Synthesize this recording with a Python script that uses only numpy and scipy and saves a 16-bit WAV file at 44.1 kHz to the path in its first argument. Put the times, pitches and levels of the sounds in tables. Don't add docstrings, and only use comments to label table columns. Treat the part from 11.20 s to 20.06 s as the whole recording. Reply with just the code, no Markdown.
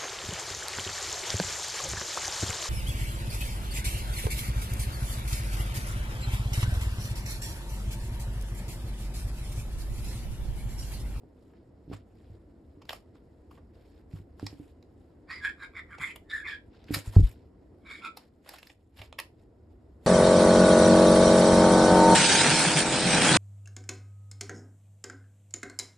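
import sys
import numpy as np
from scipy import signal
from scipy.io import wavfile
from scipy.ndimage import uniform_filter1d

SR = 44100
rng = np.random.default_rng(int(sys.argv[2]) if len(sys.argv) > 2 else 0)


def transcribe(signal):
    frames = np.atleast_2d(signal).T
    limited = np.clip(frames, -1, 1)
    pcm = np.round(limited * 32767).astype(np.int16)
    wavfile.write(sys.argv[1], SR, pcm)


N = 390806

# start_s, body_peak_db, thud_db, crisp_db, fizz_db, crumble_ms (time constant, at least 0.5)
BALL_CRACKS = [(.305, -71, 11, -3, -28, 3.1), (.337, -68, 15, -5, -26, 2.9),
               (0.3694, -61.5, -22, -7, -26, 5.9), (0.7314, -45.5, 6.5, -7, -18, 9),
               (1.6212, -46.5, 2.5, -4, -16, 4.8), (1.6541, -53, 0, 4.5, -6, 3),
               (1.694, -21.5, -7, -11, -13.5, 2.1), (1.7065, -29, 1, -13, -10, 0.5),
               (1.7315, -31.5, 2.5, -1.5, -2, 3.3), (1.955, -66, 14, -3, -14, 5.9),
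               (2.3134, -56, 11, -1, -3.5, 5.6), (2.353, -60, -3, -6, -24, 2.8),
               (2.3785, -65.5, 16.5, 0, -26, 6.3), (2.9128, -59, -15, -5, -8, 3.3),
               (2.9632, -55, 3, -5, -6, 7.6), (3.1971, -47.5, 11.5, 4.5, -27, 2),
               (3.2675, -30, -3.5, 6, -13, 2.6), (3.6274, -53.5, -6, 3.5, -10, 2),
               (4.785, -43, 4, -4, -29, 3.4), (4.9606, -35.5, -1.5, -14, -2.5, 3.2),
               (5.642, -52, -20, 5, -12, 1.85), (5.686, -42.5, -22, -21, -22, 6.2),
               (5.7443, -18, -27, 1.5, -0.5, 5.8), (5.9599, -47.5, 12, 6, -15, 9.2),
               (6.0931, -49, -22, -4, 3, 4.1), (6.9731, -35, 0, 3, 3, 3.7), (7.2629, -52, 7, -21, -7, 2.4),
               (7.2918, -34, -4, 4, 0.5, 1.7), (7.3417, -41, 3, -18, 0, 5.2),
               (7.3871, -40.5, -19, 0, -4, 5.1), (7.43, -36.5, -3, -22, -10, 2.1),
               (7.4714, -43.5, -24, 4, -4, 2.7), (7.4996, -41, -6, -12, -32, 3.4),
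               (7.7711, -47.5, -10, -13, -4.5, 5.4), (7.7927, -42, -3.5, -27, -10, 7.5),
               (7.8183, -35, -3.5, -19.5, -9, 4.4), (7.9274, -32.5, 0.5, -12.5, -34, 1.1),
               (7.9895, -19.5, -5.5, -9, -7, 3), (8.0001, -24.5, -2.5, -1, -0.5, 2.7)]
# from_hz, to_hz
BALL_BANDS = [(500, 1500), (1500, 3200), (3200, 5700), (6500, 13200)]
# middle_s, push_db, centre_hz
PAW_PUSHES = [(0.035, -39, 485), (0.679, -33, 207), (.70, -31, 248), (.715, -26.5, 374), (0.732, -30, 120),
              (1.10, -35.5, 100), (1.574, -42.5, 300), (2.937, -26.5, 146), (3, -34, 124),
              (3.229, -25, 307), (3.237, -28.5, 114), (3.329, -34, 258), (3.399, -30, 254),
              (4.801, -37, 145), (5.694, -35.5, 293), (5.707, -18.5, 284), (5.727, -29, 100),
              (5.767, -23, 208), (5.876, -20, 71.4), (5.964, -15, 456), (5.966, 0.5, 96.5),
              (5.989, -3.5, 84), (5.995, -20.5, 340), (6.01, -13, 118), (6.033, -2, 50.2), (7.801, -39, 99)]
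# mode_hz, t60_s, left_over_right_db
FLOOR_MODES = [(52.2, 0.09, 3.5), (64, 0.025, -2), (102.4, 0.22, 0), (154, 0.079, 0), (291, 0.077, -4),
               (405, 0.021, -1), (715, 0.018, -4)]
# full_voice_s, attack_db_per_s, hold_s, voice_db, sag_over_hold_db, pitch_hz, glide_hz_per_s,
# clear_share (0-1), throat_db, beak_db, upper_resonance_hz, upper_db, breath_db
BIRD_CALLS = [(4.108, 1105, 0.096, -42.5, 14, 1880, 2002, 0.6, -3, -6.5, 4720, -9, -21),
              (4.25, 480, 0.048, -34.5, 9, 1680, 100.5, 0.6, -17, -13, 3430, -18.5, -25.5),
              (4.434, 450.5, 0.035, -43, 15, 1600, -1500, 0.6, -9, -8, 3750, -16, -22.5),
              (4.57, 704, 0.029, -47.5, 2, 2130, -5000, 0.05, -4.5, -2.5, 3330, -14.5, -24.5),
              (4.716, 550, 0.033, -53, 0, 1660, -10000, 0.61, -3.5, -3.5, 3120, -20.5, -23),
              (4.82, 600.5, 0.096, -40.5, 10.5, 2035, 96.5, .1, -4, -4, 3337, -15, -14),
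              (5.102, 1500, 0.034, -47.5, -3.5, 1760, 94, 0.7, -13, -8, 3430, -8, -19),
              (5.138, 609, 0.084, -35, 13, 1773, -1300, 0.53, -20.5, -17.5, 3550, -22.5, -23.5),
              (5.254, 900, 0.014, -41, 1.5, 2150, -4000, 0.1, -11.5, -4, 3410, -23, -31),
              (5.289, 396, 0.059, -37, 9, 1760, -1500, 0.47, -16, -10, 3430, -12, -25.5),
              (6.664, 1000, 0.027, -58.5, -3, 2256, 99.5, .4, -1, -12.5, 3550, -10, -19.5),
              (6.71, 400, 0.087, -49, 8, 2200, 607, 0.6, -4, -9, 3235, -8.5, -16),
              (6.858, 453, 0.026, -38.5, 8, 1340, -600, .7, -11, -6.5, 3660, -14, -22)]
# centre_hz, width_hz, level_db
BREATH_RESONANCES = [(7230, 1140, 6.5), (9330, 970, 2), (10900, 3700, -1)]
# full_strength_s, hold_s, level_db, sag_over_hold_db, treble_db
BRUSH_STROKES = [(0.361, 0.026, -73, 4, -13), (0.741, 0.0059, -50.5, 2, -8.5), (.95, 0.21, -76.5, -3, -3.5),
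                 (1.718, 0.045, -50, 8.5, -1), (1.96, 0.016, -69, 3, -5), (2.334, 0.035, -68.5, 0.5, -5),
                 (2.55, .25, -72, -0.5, -6), (2.929, 0.058, -66.5, -0.5, -0.5),
                 (3.21, 0.12, -59, 4.5, -2.5), (3.353, 0.15, -69, 2.5, -0.5),
                 (5.537, 0.26, -63.5, 14, -20.5), (5.696, .02, -55, 3, -10.5),
                 (5.745, 0.033, -39.5, 2.5, 2), (5.862, 0.023, -52, 3.5, 2), (5.936, 0.073, -52, 5, 1),
                 (6.032, 0.083, -55.5, 3, 1), (6.156, 0.13, -71, 10.5, -5.5),
                 (6.983, 0.095, -60, 14.5, -5.5), (7.278, .08, -54, -2.5, -3), (7.415, 0.093, -67, -1.5, 1),
                 (7.777, 0.073, -58, -1.5, -5.5), (8.02, 0.028, -60.5, 8, 0), (8.189, 0.034, -75, -1, -4),
                 (8.51, 0.022, -79, 1, -3.5), (8.856, 0.017, -61, 9, -0.5)]
# frequency_hz, density_db_per_hz
BRUSH_SPECTRUM = [(290, -31), (500, -2), (653, 4.5), (1190, -5.5), (1560, -1.5), (5130, -7), (6330, -5),
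                  (12600, -20), (13500, -10.5), (14300, -78)]
# frequency_hz, density_db_per_hz
AIR_SPECTRUM = [(13, -41), (22, -14.5), (69, -0.5), (132, -13), (313, -6.5), (349, -9), (470, -15),
                (538, -16.5), (1280, -36.5), (2090, -37.5), (3220, -78), (5390, -36), (6170, -56),
                (6880, -50.5), (14300, -66.5)]
# time_s, level_db, deep_rumble_db
AIR_COURSE = [(0, -54, 3), (6.7, -53.5, 3), (6.9, -53.5, -10), (7.1, -57, -3), (7.7, -61.5, 5),
              (7.9, -57, 5.5), (8.86, -53.5, 3)]
# frequency_hz, likeness (1 = identical)
EAR_LIKENESS = [(60, 1.0), (180, 0.98), (530, 0.66), (1570, 0.29), (4660, 0.53), (13800, 0.39)]
# frequency_hz, left_over_right_db
EAR_LEAN = [(60, 0.0), (180, 0.0), (530, 0.0), (1570, -2.5), (4660, 0.5), (13800, 0.0)]

BALL_PAN_DB = -1.5

THROB_HZ, BUZZ_HZ = 64.8, 171.6
CALL_RELEASE_DB_PER_S = 799.5
THROAT_FADE_DB_PER_S = 119
THROAT, BEAK = (1300, 670), (2250, 400)
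WINDPIPE_WIDTH_HZ = 320
ROAM = .05
BIRD_PAN_DB, BIRD_TREBLE_PAN_DB, BIRD_SPLIT_HZ = -3, 0.5, 2400

BRUSH_ATTACK_DB_PER_S, BRUSH_RELEASE_DB_PER_S = 471.5, 326
FIDGET_DB, FIDGET_SWING_DB, FIDGET_TREBLE_DB = -86, 2.5, -0.5
RUSTLE_FLICKER_DB, AIR_FLICKER_DB = 2.5, 1.5
BRUSH_TOP_HZ = 13200

ROOM_T60_S = .19
ROOM_DB, BIRD_ROOM_DB = -11, -6.5
CUTOFF_HZ = 14449


def cracks():
    out, lead, n = np.zeros((2, N)), 600, 2600
    ms = 1000 * (np.arange(n) - lead) / SR
    for s, body_db, thud_db, crisp_db, fizz_db, crumble_ms in BALL_CRACKS:
        crumble_ms = max(crumble_ms, .5)
        crumbs = rng.standard_normal((3, n)) * from_db(7.34 * rng.standard_normal(n))
        shape = np.exp(np.where(ms < 0, ms / (0.59 * crumble_ms), -ms / crumble_ms))
        splinter = 0.21 * shape * (crumbs[0] + 0.22 * crumbs[1:])
        splinter[:, lead] = 1
        parts = [band(splinter, *edges) for edges in BALL_BANDS]
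        levels_db = [thud_db, 0, crisp_db, fizz_db]
        snap = sum(from_db(db) * part / np.abs(part).max() for db, part in zip(levels_db, parts))
        at = round(s * SR) - lead
        out[:, at:at + n] += panned(from_db(body_db) * snap, BALL_PAN_DB)[:, :N - at]
    return out


def paws():
    out = np.zeros((2, N))
    for hz, t60, pan_db in FLOOR_MODES:
        pushes = np.zeros(N)
        for s, push_db, centre_hz in PAW_PUSHES:
            pad = np.hanning(round(.7 * SR / max(centre_hz, hz)))
            at = round(s * SR) - len(pad) // 2
            octaves_off = np.abs(np.log2(hz / centre_hz))
            strength = from_db(push_db - 14.8 * octaves_off ** 1.2)
            pushes[at:at + len(pad)] -= pad / pad.sum() * strength
        out += panned(ring(pushes, hz, t60), pan_db)
    return out


def chatter():
    calls = loudest(BIRD_CALLS, CALL_RELEASE_DB_PER_S)
    voice_db, age, hz, glide, clear, throat_db, beak_db, upper_hz, upper_db, breath_db = calls
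    clear = np.clip(clear, 0, 1)
    glide_age = np.maximum(age, -.04)
    hz = hz + glide * glide_age
    throat_db = throat_db - THROAT_FADE_DB_PER_S * glide_age
    phase = cycling(hz, .012, 60)
    throb = 1 + 0.35 * np.sin(cycling(THROB_HZ, 0.22, 8))
    harmonics = np.sin(phase) + 0.07 * np.sin(2 * phase) + 0.03 * np.sin(3 * phase)
    whistle = rms_one(throb * harmonics)
    puffs = rms_one(np.exp(.55 * np.cos(cycling(BUZZ_HZ, .2, 25))))
    roam = 1 + ROAM * drift(8)
    hoarse = np.sqrt(1 - clear) * wavering(hz, 250)
    throat = from_db(throat_db) * wavering(THROAT[0] * roam, THROAT[1])
    beak = from_db(beak_db) * wavering(BEAK[0] / roam, BEAK[1])
    windpipe = wavering(upper_hz * roam, WINDPIPE_WIDTH_HZ) + 0.71 * wavering(4250, 2660)
    rasp = puffs * (hoarse + throat + beak + from_db(upper_db) * windpipe)
    breath = rms_one(sum(from_db(db) * wavering(f, width) for f, width, db in BREATH_RESONANCES))
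    grit = from_db(2.0 * drift(60))
    voice = np.sqrt(clear) * whistle + grit * (rasp + from_db(breath_db) * breath)
    voice = from_db(voice_db) * voice
    low_voice = panned(band(voice, 300, BIRD_SPLIT_HZ), BIRD_PAN_DB)
    treble = panned(band(voice, BIRD_SPLIT_HZ, 14000), BIRD_TREBLE_PAN_DB)
    return low_voice - treble


def rustle():
    strokes = [(s, BRUSH_ATTACK_DB_PER_S, *rest) for s, *rest in BRUSH_STROKES]
    level_db, _, treble_db = loudest(strokes, BRUSH_RELEASE_DB_PER_S)
    treble_db = np.where(level_db > FIDGET_DB, treble_db, FIDGET_TREBLE_DB)
    level_db = np.maximum(level_db, FIDGET_DB + FIDGET_SWING_DB * drift(2.6))
    brush = banded_noise(BRUSH_SPECTRUM, RUSTLE_FLICKER_DB, 6000, 0, treble_db, lambda hz: .7)
    brush = signal.sosfilt(signal.butter(12, BRUSH_TOP_HZ, fs=SR, output="sos"), brush)
    catches = from_db(2.2 * drift(150))
    return from_db(level_db) * rms_one(brush * catches)


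def room(x):
    t = np.arange(round(ROOM_T60_S * SR)) / SR
    tail = band(rng.standard_normal((2, len(t))), 200, 11000)
    tail *= from_db(-60 * t / ROOM_T60_S) * (t > .003)
    tail /= np.sqrt(np.sum(tail ** 2, axis=1, keepdims=True))
    return from_db(ROOM_DB) * signal.fftconvolve(x, tail, axes=1)[:, :N]


def room_tone():
    level_db, deep_db = in_time(AIR_COURSE)
    air = banded_noise(AIR_SPECTRUM, AIR_FLICKER_DB, 140, deep_db, 0, lambda hz: at_hz(EAR_LIKENESS, hz))
    return from_db(level_db) * air


def banded_noise(spectrum, patchy_db, split_hz, below_db, above_db, alike_at):
    out, edges = 0, 22 * 2 ** np.arange(0, 9.6, .5)
    white = rng.standard_normal((2, 2, N))
    sides = np.array([[1], [-1]])
    for k, (low, high) in enumerate(zip(edges, edges[1:])):
        hz = np.sqrt(low * high)
        if hz < spectrum[0][0]:
            continue
        mid, side = band(white[k % 2], low, high)
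        alike = np.clip(alike_at(hz), -1, 1)
        split_db = below_db if hz < split_hz else above_db
        gain = from_db(at_hz(spectrum, hz) + patchy_db * drift(30) + split_db)
        pair = np.sqrt(1 + alike) * mid + np.sqrt(1 - alike) * side * sides
        out = out + gain * pair * from_db(at_hz(EAR_LEAN, hz) / 2 * sides)
    return rms_one(out)


def loudest(rows, fall_db_per_s):
    s, rise, hold, db, sag_db, *columns = np.transpose(rows)[:, :, None]
    t = np.arange(0, N + 32, 32) / SR
    age, hold = t - s, np.maximum(hold, .002)
    attack = rise * np.minimum(age, 0)
    sag = sag_db * np.clip(age / hold, 0, 1)
    release = fall_db_per_s * np.maximum(age - hold, 0)
    level = db + attack - sag - release
    top, step = level.argmax(axis=0), np.arange(len(t))
    held_age = np.minimum(age, hold)
    slow = [level[top, step], held_age[top, step], *[c[top, 0] for c in columns]]
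    return [np.interp(np.arange(N) / SR, t, uniform_filter1d(c, size=7)) for c in slow]


def wavering(hz, width_hz):
    low = signal.butter(4, np.clip(width_hz / 2, 10, 2000), fs=SR, output="sos")
    slow = signal.sosfilt(low, rng.standard_normal(N) + 1j * rng.standard_normal(N))
    carrier = np.exp(2j * np.pi * np.cumsum(hz + np.zeros(N)) / SR)
    return rms_one(np.real(slow * carrier))


def cycling(hz, wobble, rate):
    return 2 * np.pi * np.cumsum(hz * (1 + wobble * drift(rate))) / SR


def drift(rate):
    r = np.exp(-40 * np.pi * rate / SR)
    steps = rng.standard_normal(N // 20 + 2002)
    slow = signal.lfilter([1], [1, -2 * r, r * r], steps)[2000:]
    return np.interp(np.arange(N) / 20, np.arange(len(slow)), rms_one(slow))


def ring(x, hz, t60):
    r, w = from_db(-60 / (t60 * SR)), 2 * np.pi * hz / SR
    return signal.lfilter([0, np.sin(w)], [1, -2 * r * np.cos(w), r * r], x + 1e-18)


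def band(x, low_hz, high_hz):
    return signal.sosfilt(signal.butter(2, [low_hz, high_hz], "band", fs=SR, output="sos"), x)


def panned(x, pan_db):
    return x * from_db(np.outer([.5, -.5], pan_db))


def in_time(rows):
    s, *columns = np.transpose(rows)
    return [np.interp(np.arange(N) / SR, s, c) for c in columns]


def at_hz(points, hz):
    points = np.array(points)
    return np.interp(np.log(hz), np.log(points[:, 0]), points[:, 1])


def rms_one(x):
    return x / np.sqrt(np.mean(x ** 2) + 1e-20)


def from_db(db):
    return 10 ** (np.asarray(db) / 20)


def scene():
    close, bird = cracks() + paws(), chatter()
    echo = room(close + from_db(BIRD_ROOM_DB - ROOM_DB) * bird)
    return close + bird + echo + rustle() + room_tone()


def record(dry):
    b, a = signal.iirnotch(6050, 5.5, fs=SR)
    dipped = signal.lfilter(b, a, dry)
    lean_bass = signal.sosfilt(signal.butter(2, 40, "high", fs=SR, output="sos"), dipped)
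    return signal.sosfilt(signal.ellip(10, .5, 60, CUTOFF_HZ, fs=SR, output="sos"), lean_bass)


dry = scene()
out = record(dry)
transcribe(out)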